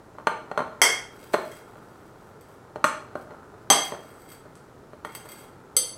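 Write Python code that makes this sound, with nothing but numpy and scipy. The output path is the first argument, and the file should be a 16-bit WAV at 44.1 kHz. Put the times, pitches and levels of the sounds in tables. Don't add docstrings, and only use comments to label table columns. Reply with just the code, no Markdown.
import sys
import numpy as np
from scipy import signal
from scipy.fft import rfft, irfft
from scipy.io import wavfile
from scipy.ndimage import uniform_filter1d

SR = 44100
rng = np.random.default_rng(int(sys.argv[2]) if len(sys.argv) > 2 else 0)


def store_wav(level_fs):
    pcm = np.round(np.clip(np.atleast_2d(level_fs), -1, 1) * 32767)
    wavfile.write(sys.argv[1], SR, pcm.T.astype(np.int16))


N = 263277
TIME_S = np.arange(N) / SR
RING_S = np.arange(SR * 3 // 4) / SR

# start in seconds, level in dB, extra thud in dB, extra treble in dB,
# time the spoon goes on bouncing in seconds.
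KNOCKS = [(.184, -25, 6, -5, .02), (.2700, 3, -4.5, -4, 0), (0.514, -17, 9.5, -2, 0),
          (.5755, -3, 3.5, -5.5, .02), (.604, -15, 10.5, -3, .02), (1.3361, -14.5, 12, 7, 0),
          (1.3407, 0.5, 3.5, -1.5, 0), (1.755, -32.5, 9.5, -5, 0), (2.7582, -22.5, 13.5, 0.5, 0),
          (2.8417, 5, -2, -2.5, 0), (3.1534, -16, 12, -6, 0), (3.307, -25, 6.5, -8.5, .05),
          (3.709, -4.5, 4.5, -9.5, 0), (3.921, -18, 10, -4, .035), (4.932, -35.5, 16, 2, 0),
          (5.048, -19, 5.5, 2, 0), (5.255, -34, 10, 5, .02)]
PLACES = ["wall", "side", "rim", "rub"]
# frequency in Hz, relative level in dB on the wall,
# on the side, on the rim, when rubbed.
CLATTER = [(100, -10.5, 13.5, -11, 3.5), (447, 23.5, 16.5, 8, 10), (850, 28, 25.5, -3, 14.5),
           (1520, 23, 15.5, -12, 17), (2630, 5, 13, -4, 14), (3450, 19, 15.5, 7.5, 11),
           (4007, 2, -11.5, -1, 7.9), (4397, 19, 11, 14.5, 8.5), (6350, 22.5, 11, -5, 9.3),
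           (6980, 14.5, -1, 2, 3.4), (7860, 23, 19, 2, 10), (9350, 12, 11, 8, 10.5),
           (9260, 21.5, -1, 21.5, 8.4), (10680, 11, -1, 4, 6.4), (12000, 9, -3, -2, 6),
           (13200, 0, 0, 6, 6.6), (15600, -5.5, -14, -18, 3.1)]


def knocks():
    # frequency in Hz, t60 in seconds, level in dB.
    bowl_modes = [(145, 0.02, -21.5), (267, 0.033, -38), (390, 0.039, -28.5), (595, 0.068, -21),
                  (877, 0.024, -14), (1165, 0.021, -9.5), (1440, 0.023, -12.5), (1842, 0.034, -20.5),
                  (2300, 0.035, -30), (3090, 0.02, -29), (4224, 0.035, -28.5), (6160, 0.028, -33),
                  (8200, 0.026, -40), (11090, 0.036, -52)]
    # frequency in Hz, level in dB.
    crunch_spectrum = [(100, 1.5), (400, 19), (1300, 22.5), (2200, 10.5), (4000, -1.5), (5200, -15),
                       (8500, -7), (11500, -15), (15000, -26.5)]
    cushion_s = .0004
    out = np.zeros(N)
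    hz, t60_s, mode_db = np.transpose(bowl_modes)
    soft_start = 1 - np.exp(-RING_S / cushion_s)
    for start_s, db, thud_db, treble_db in contacts() + bumps():
        cushion = [(620, thud_db), (1150, 0), (1800, treble_db)]
        cushioned_crunch = [(f, level + at_hz(cushion, f)) for f, level in crunch_spectrum]
        crunch = burst(cushioned_crunch, t60_s=.035) * soft_start
        thud = ring(hz, t60_s, mode_db + at_hz(cushion, hz))
        add(out, start_s, from_db(db) * (thud + crunch))
    return out


def contacts():
    spacing_s, first_db, loss_db = .014, -6, 1.5
    rows = []
    for start_s, db, thud_db, treble_db, bouncing_s in KNOCKS:
        rows.append((start_s, db, thud_db, treble_db))
        for k, jitter in enumerate(rng.uniform(-.15, .15, size=4)):
            if (k + 1) * spacing_s < bouncing_s:
                bounce_s = start_s + (k + 1 + jitter) * spacing_s
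                rows.append((bounce_s, db + first_db - k * loss_db, thud_db, treble_db))
    return rows


def bumps():
    rate_per_s, mean_db, spread_db = 3, -43, 2
    thud_db, treble_db = 13.5, -6
    draws = rng.random(size=(40, 2))
    times_s = np.cumsum(-np.log(1 - draws[:, 0])) / rate_per_s
    levels_db = mean_db + spread_db * (2 * draws[:, 1] - 1)
    return [(s, db, thud_db, treble_db) for s, db in zip(times_s, levels_db) if s < N / SR]


def clinks(places):
    # start in seconds, place, ring level in dB,
    # sustain as a share of the modes' t60, clatter level in dB, clatter t60 in seconds.
    blows = [(0.8172, "wall", 5.5, 0.19, -7, 0.18), (1.516, "wall", -30.5, 0.21, -45, 0.023),
             (2.843, "side", -22, 0.076, -16.5, 0.016), (3.7018, "side", 3, 0.31, -2, 0.1),
             (4.5544, "wall", -55.5, .3, -48.5, 0.025), (5.05, "wall", -25.5, 0.11, -52, 0.033),
             (5.766, "rim", 4, 0.33, -2, 0.23)]
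    # start in seconds, ring level in dB.
    snaps = [(1.333, -24.5), (2.41, -39), (4.318, -30.5), (5.15, -18.5), (5.289, -27), (5.318, -27)]
    snap_sustain, snap_clatter_db, snap_t60_s = 0.26, -7, 0.064
    out = np.zeros(N)
    catches = [(s, "rub", db, snap_sustain, db + snap_clatter_db, snap_t60_s) for s, db in snaps]
    for start_s, place, ring_db, sustain, clatter_db, t60_s in blows + catches:
        if place in places:
            crack = from_db(-2) * glass_clatter(place, t60_s=.005)
            clatter = from_db(clatter_db) * (crack + glass_clatter(place, t60_s))
            add(out, start_s, clatter + from_db(ring_db) * glass_ring(place, sustain))
    return out


def glass_ring(place, sustain):
    # frequency in Hz, t60 in seconds before the sustain factor,
    # relative level in dB on the wall, on the side, on the rim, when rubbed.
    glass_modes = [(505, .18, -42, -40, -36, -40), (750, .12, -38, -24, -60, -40),
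                   (1195, .14, -40, -22, -46, -38), (1340, .15, -34, -38, -42, -38),
                   (2020, .16, -23, -35, -52, -36), (2090, .2, -25, -29, -40, -27),
                   (2140, .23, -20, -33, -50, -31), (3195, .24, -27, -28, -36, -32),
                   (3265, .26, -25, -21, -40, -31), (4565, .26, -42, -37, -29, -30),
                   (4680, .24, -38, -33, -36, -32), (6200, .26, -37, -20, -27, -33),
                   (7970, .18, -32, -29, -22, -25), (8160, .16, -37, -25, -24, -28),
                   (8405, .2, -42, -23, -38, -28), (8810, .14, -33, -33, -34, -33),
                   (9875, .14, -29, -46, -19, -29), (9960, .16, -33, -29, -29, -35),
                   (11210, .15, -39, -28, -52, -33), (12110, .13, -34, -38, -37, -29),
                   (12450, .12, -42, -36, -40, -34), (12865, .14, -55, -46, -32, -32),
                   (13550, .13, -41, -52, -46, -29), (14490, .13, -41, -37, -50, -32),
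                   (14900, .12, -42, -47, -46, -35)]
    hz, t60_s, *levels_db = np.transpose(glass_modes)
    return ring(hz, t60_s * sustain, levels_db[PLACES.index(place)]) / np.sqrt(sustain)


def glass_clatter(place, t60_s):
    hz, *levels_db = np.transpose(CLATTER)
    return burst(np.column_stack([hz, levels_db[PLACES.index(place)]]), t60_s)


def scrape():
    # time in seconds, share 0-1.
    bareness = [(0, 0.3), (3.6, 0.16), (4.3, .9), (5.97, 0.67)]
    slips = grains(per_s=900, spread_db=4)
    body = glass_ring("rub", sustain=.45)
    slip_fade = np.linspace(1, 0, round(.0045 * SR))
    tick = even_out(rng.standard_normal(len(slip_fade)) * slip_fade, width_hz=600)
    rubbed = [(hz, rub_db) for hz, *struck_db, rub_db in CLATTER]
    colour = from_db(at_hz(rubbed, np.fft.rfftfreq(N, 1 / SR)))
    ticks = signal.fftconvolve(slips, tick)[:N]
    rasp = rms_one(irfft(rfft(ticks) * colour, N))
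    bare_share = np.interp(TIME_S, *np.transpose(bareness))
    singing = bare_share * rms_one(signal.fftconvolve(slips, body)[:N])
    return spoon_pressure() * (from_db(-4) * rasp + from_db(-3) * singing)


def spoon_pressure():
    # start in seconds, length in seconds, level in dB.
    strokes = [(1.1, 0.48, -53), (1.5, 0.81, -65.5), (2.412, .13, -63), (3.15, 0.071, -59.5),
               (3.567, 0.06, -69), (3.81, .04, -39.5), (3.86, 0.47, -60.5), (4.273, 0.065, -52.5),
               (4.487, .1, -75), (5.08, .18, -56), (5.258, 0.18, -53)]
    attack_share, release_s, glide_db = 0.26, 0.032, -83
    power = from_db(glide_db) ** 2
    for start_s, length_s, db in strokes:
        attack = np.clip((TIME_S - start_s) / (attack_share * length_s), 0, 1)
        release = np.exp(-np.maximum(TIME_S - start_s - length_s, 0) / release_s)
        power = power + (from_db(db) * attack * release) ** 2
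    return np.sqrt(power)


def dough():
    pops = grains(per_s=500, spread_db=3)
    pop_spectrum = [(80, -9.5), (200, 3), (600, 10.5), (1300, 4), (2300, -23.5),
                    (5000, -33.5), (15000, -43.5)]
    pop = burst(pop_spectrum, t60_s=0.011)
    return dough_effort() * rms_one(signal.fftconvolve(pops, pop)[:N])


def dough_effort():
    churn_db = -58.5
    push_db, peak_s = -56.5, 0.22
    push_follows = .2
    power = from_db(churn_db) ** 2
    for start_s, db, *_ in KNOCKS:
        age = np.maximum(TIME_S - start_s, 0) / peak_s
        swell = age * np.exp(1 - age)
        power = power + (from_db(push_db + push_follows * db) * swell) ** 2
    return np.sqrt(power)


def kitchen(x, room_db, build_s):
    # band centre in Hz, t60 in seconds.
    room_decay = [(150, 0.63), (500, .58), (1200, 0.5), (3000, 0.52), (8000, 0.4), (15000, 0.11)]
    white = rfft(rng.standard_normal(len(RING_S)))
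    hz = np.fft.rfftfreq(len(RING_S), 1 / SR)
    centres_hz, t60s_s = np.transpose(room_decay)
    tail = 0
    for share, t60_s in zip(np.eye(len(centres_hz)), t60s_s):
        band = irfft(white * at_hz(np.column_stack([centres_hz, share]), hz), len(RING_S))
        tail = tail + band * fade(t60_s)
    swell = 1 - np.exp(-RING_S / build_s)
    closing_fade = np.linspace(1, 0, len(RING_S))
    tail = even_out(tail * swell, width_hz=250) * np.sqrt(swell) * closing_fade
    return x + from_db(room_db) * signal.fftconvolve(x, energy_one(tail))[:N]


def room_hum():
    # frequency in Hz, relative density in dB per Hz.
    hum_spectrum = [(15, -48), (25, -9.5), (53, -10.5), (123, -1.5), (200, -5.5), (236, -6), (427, -4),
                    (503, -7.5), (641, -9), (695, -12), (818, -12.5), (1700, -20), (2610, -31),
                    (8140, -35.5), (16000, -44.5)]
    return from_db(-50) * rms_one(noise(hum_spectrum, N))


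def ring(hz, t60_s, db):
    out = 0
    for k in range(len(hz)):
        sine = np.sin(2 * np.pi * hz[k] * RING_S)
        out = out + (-1) ** k * from_db(db[k]) * sine * fade(t60_s[k])
    return out


def burst(spectrum, t60_s):
    return noise(spectrum, len(RING_S)) * energy_one(fade(t60_s))


def noise(spectrum, size):
    gain = from_db(at_hz(spectrum, np.fft.rfftfreq(size, 1 / SR)))
    return irfft(rfft(rng.standard_normal(size)) * gain, size)


def grains(per_s, spread_db):
    sizes = from_db(spread_db * np.minimum(rng.exponential(1, N), 4)) * rng.choice([-1, 1], N)
    return sizes * (rng.random(N) < per_s / SR)


def fade(t60_s):
    return np.exp(-np.log(1000) * RING_S / t60_s)


def even_out(x, width_hz):
    spectrum = rfft(x)
    size = max(int(width_hz * len(x) / SR), 3)
    smooth_power = uniform_filter1d(np.abs(spectrum) ** 2, size)
    return irfft(spectrum / np.sqrt(smooth_power + 1e-12), len(x))


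def high_pass(x, hz):
    return signal.sosfilt(signal.butter(2, hz, "high", fs=SR, output="sos"), x)


def add(track, start_s, sound):
    start = round(start_s * SR)
    track[start:start + len(sound)] += sound[:max(N - start, 0)]


def at_hz(points, hz):
    knots_hz, values = np.transpose(points)
    return np.interp(np.log(np.maximum(hz, 1)), np.log(knots_hz), values)


def from_db(db):
    return 10 ** (np.asarray(db) / 20)


def rms_one(x):
    return x / np.sqrt(np.mean(x ** 2) + 1e-20)


def energy_one(x):
    return x / np.sqrt(np.sum(x ** 2) + 1e-20)


def scene():
    dull = kitchen(knocks() + dough(), room_db=-4.5, build_s=0.002)
    deep = kitchen(clinks(["wall", "side"]), room_db=1.5, build_s=0.0038)
    high = kitchen(clinks(["rim", "rub"]) + scrape(), room_db=-2, build_s=0.0023)
    bowl = high_pass(dull + deep + high, hz=159.5)
    return (bowl + room_hum())[None]


def record(dry):
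    rounded = dry / (1 + (dry / .88) ** 6) ** (1 / 6)
    return signal.sosfilt(signal.ellip(10, .1, 90, 16000, fs=SR, output="sos"), rounded)


dry = scene()
out = record(dry)
store_wav(out)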